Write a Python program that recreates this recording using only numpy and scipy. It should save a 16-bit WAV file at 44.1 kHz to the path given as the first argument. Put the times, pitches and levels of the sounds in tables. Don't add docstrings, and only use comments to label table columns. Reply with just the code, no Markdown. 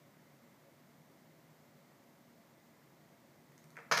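import sys
import numpy as np
from scipy import signal
from scipy.fft import rfft, irfft
from scipy.io import wavfile

SR = 44100
rng = np.random.default_rng(int(sys.argv[2]) if len(sys.argv) > 2 else 0)


def to_wav(s):
    ch = np.atleast_2d(s).T
    pcm = np.round(np.clip(ch, -1, 1) * 32767)
    wavfile.write(sys.argv[1], SR, pcm.astype(np.int16))


N = 176400

# (time [s], relative level [dB], bass [dB], treble [dB])
CRASH_IMPACTS = [(3.9132, -24.5, 7, -12.5), (3.9154, -26.5, 2, -2), (3.9198, -24, -2, -10),
                 (3.9212, -33, 0.5, 7.5), (3.9235, -24, -2.5, -6.5), (3.9260, -29, -3, 1),
                 (3.9320, -36, -4, -1), (3.9485, -31.5, -5.5, -13), (3.9600, -36, -9, -11),
                 (3.9720, -28.5, -7, -7.5), (3.9747, -32, 2, 5.5), (3.9786, -25.5, -3, -3)]
# (frequency [Hz], gain [dB])
CRASH_SPECTRUM = [(40, -48), (90, -33), (155, -3.5), (290, -18.5), (460, -2.5), (660, -2), (810, -3.5),
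                  (1050, 0.5), (1400, 2), (2350, 0.5), (2900, -7), (3700, -6.5), (4600, -1.5), (6400, -5),
                  (8000, -22.5), (12500, -20.5), (15500, -40)]
def crash():
    return impacts(CRASH_IMPACTS, CRASH_SPECTRUM, ring_db=-2.5, wet_db=0)


# (time [s], relative level [dB], bass [dB], treble [dB])
SLIP_IMPACTS = [(3.7570, -54, -5, -11), (3.7682, -45, -5, -3), (3.7755, -43.5, -1.5, -12),
                (3.7872, -48.5, 7, -6), (3.7898, -49, 0.5, -7), (3.8030, -53, 1, -1)]
# (frequency [Hz], gain [dB])
SLIP_SPECTRUM = [(40, -34), (90, -24), (150, -5), (300, -20), (470, -7), (1000, -4), (1300, -4.5),
                 (1900, 0.5), (2550, -6.5), (3000, -19), (6000, -21.5), (15000, -38)]
def slip():
    return impacts(SLIP_IMPACTS, SLIP_SPECTRUM, ring_db=-1.5, wet_db=-3.5)


# (frequency [Hz], relative level [dB], T60 [s])
BLOCK_MODES = [(465, -3, .3), (673, -5, .25), (950, -3, .2), (1031, -3, .18), (1313, 2, .18),
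               (1512, -4, .18), (1645, -4, .2), (1782, -1, .2), (2156, -6, .2), (2285, -5, .2),
               (2376, -5, .2), (2620, -3, .25), (3180, -7, .15), (3290, -4, .15), (4500, -6, .1),
               (4925, -6, .18), (6320, -7, .2)]
def impacts(rows, spectrum, ring_db, wet_db, size=22050):
    out, t = np.zeros(N), np.arange(size) / SR
    bass_hz, treble_hz = 790, 2980
    for start, db, bass_db, treble_db in rows:
        burst = rng.standard_normal(size) * decay(t, t60=0.0099)
        crack = unit_energy(colour(burst, spectrum))
        ring = 0
        for hz, mode_db, t60 in BLOCK_MODES:
            detune = 1 + 0.0037 * rng.standard_normal()
            cycles = hz * detune * t + rng.random()
            amplitude = undb(mode_db + value_at(spectrum, hz) / 2)
            ring = ring + amplitude * decay(t, t60) * np.sin(2 * np.pi * cycles)
        hit = signal.fftconvolve(crack, room_response(t, wet_db))[:size]
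        hit += undb(ring_db) * unit_energy(ring)
        shelves = [(bass_hz, bass_db), (treble_hz / 2, 0), (treble_hz, treble_db)]
        add(out, 10 * undb(db) * colour(hit, shelves), start)
    return out


# (time [s], relative level [dB], treble [dB])
STACK_TICKS = [(3.5197, -66, -2), (3.5791, -60.5, 1.5), (3.6415, -61.5, 0), (3.7044, -59, -3.5)]
# (frequency [Hz], gain [dB])
TICK_SPECTRUM = [(300, -3), (2000, 6.5), (3500, -8), (6000, 4), (9000, -2), (15000, -9)]
def ticks(size=11025, treble_hz=8000):
    out, t = np.zeros(N), np.arange(size) / SR
    for start, db, treble_db in STACK_TICKS:
        burst = rng.standard_normal(size) * decay(t, t60=0.0082)
        click = unit_energy(colour(burst, TICK_SPECTRUM))
        click = colour(click, [(treble_hz / 2, 0), (treble_hz, treble_db)])
        click = signal.fftconvolve(click, room_response(t, wet_db=-1))[:size]
        add(out, 10 * undb(db) * click, start)
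    return out


# (frequency [Hz], T60 [s])
REVERB_TIMES = [(150, 1), (1500, 0.54), (5000, 0.35), (13000, 0.35)]
def room_response(t, wet_db, first_echo_s=0.0041, echoes_per_s=590):
    hz = np.arange(len(t) // 2 + 1) * SR / len(t)
    noise = rfft(rng.standard_normal(len(t)))
    edges_hz = [0, 300, 700, 1500, 3000, 6000, 10000, SR / 2]
    tail = 0
    for lo, hi in zip(edges_hz, edges_hz[1:]):
        band = irfft(noise * (hz >= lo) * (hz < hi), len(t))
        tail = tail + band * decay(t, value_at(REVERB_TIMES, (lo + hi) / 2))
    arrivals = rng.random(len(t)) < echoes_per_s / SR
    echoes = arrivals * rng.standard_normal(len(t)) * decay(t, t60=0.07)
    onset = np.clip(t / first_echo_s - 1, 0, 1)
    response = undb(wet_db) * (unit_energy(tail * onset) + undb(-6.5) * unit_energy(echoes * onset))
    response[0] += 1
    return response


# (frequency [Hz], relative spectral density [dB])
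HISS_SPECTRUM = [(20, -16), (45, -14.5), (70, -16), (100, -9), (135, -4), (195, -3), (280, -4.5),
                 (340, -5.5), (420, -10.5), (660, -9), (780, -13.5), (950, -12.5), (1500, -18),
                 (2120, -17.5), (2550, -24), (7000, -27), (10000, -32.5), (12500, -28), (15500, -27.5)]
def hiss():
    noise = colour(rng.standard_normal(N), HISS_SPECTRUM)
    return undb(-64.5) * noise / noise.std()


# (frequency [Hz], bandwidth [Hz], level [dB])
ROOM_RESONANCES = [(147.9, 20.3, -72), (235.9, 16.6, -75), (555, 21.6, -80), (677, 20, -81),
                   (2045, 250, -84)]
def hum(waver_db=2):
    out = np.zeros(N)
    for hz, width, db in ROOM_RESONANCES:
        bandpass = signal.butter(2, [hz - width / 2, hz + width / 2], "band", fs=SR, output="sos")
        band = signal.sosfilt(bandpass, rng.standard_normal(N))
        out += undb(db + waver_db * waver(rate_hz=6)) * band / band.std()
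    return out


def whine(hz=12242, rms_db=-98):
    return undb(rms_db) * np.sqrt(2) * np.sin(2 * np.pi * hz * np.arange(N) / SR)


def waver(rate_hz):
    hz = np.arange(N // 2 + 1) * SR / N
    slow = irfft(rfft(rng.standard_normal(N)) * np.exp(-(hz / rate_hz) ** 2), N)
    return slow / slow.std()


def undb(db):
    return 10 ** (np.asarray(db) / 20)


def unit_energy(x):
    return x / np.sqrt(np.sum(x ** 2))


def decay(t, t60):
    return np.exp(-np.log(1000) * t / t60)


def value_at(points, hz):
    freqs, values = np.array(points, float).T
    return np.interp(np.log(np.maximum(hz, 1)), np.log(freqs), values)


def colour(x, points, size=4096):
    hz = np.arange(size // 2 + 1) * SR / size
    cepstrum = irfft(np.log(undb(value_at(points, hz))))
    cepstrum[1:size // 2] *= 2
    cepstrum[size // 2 + 1:] = 0
    response = irfft(np.exp(rfft(cepstrum)))
    return signal.fftconvolve(x, response)[:len(x)]


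def add(out, x, start):
    i = int(start * SR)
    out[i:i + len(x)] += x[:len(out) - i]


def scene():
    blocks = slip() + crash()
    background = hiss() + hum() + whine()
    return (blocks + ticks() + background)[None]


def record(dry, low_hz=91, top_hz=15300):
    highpass = signal.butter(3, low_hz, "high", fs=SR, output="sos")
    lowpass = signal.ellip(10, .1, 70, top_hz, fs=SR, output="sos")
    return signal.sosfilt(lowpass, signal.sosfilt(highpass, dry))


dry = scene()
out = record(dry)
to_wav(out)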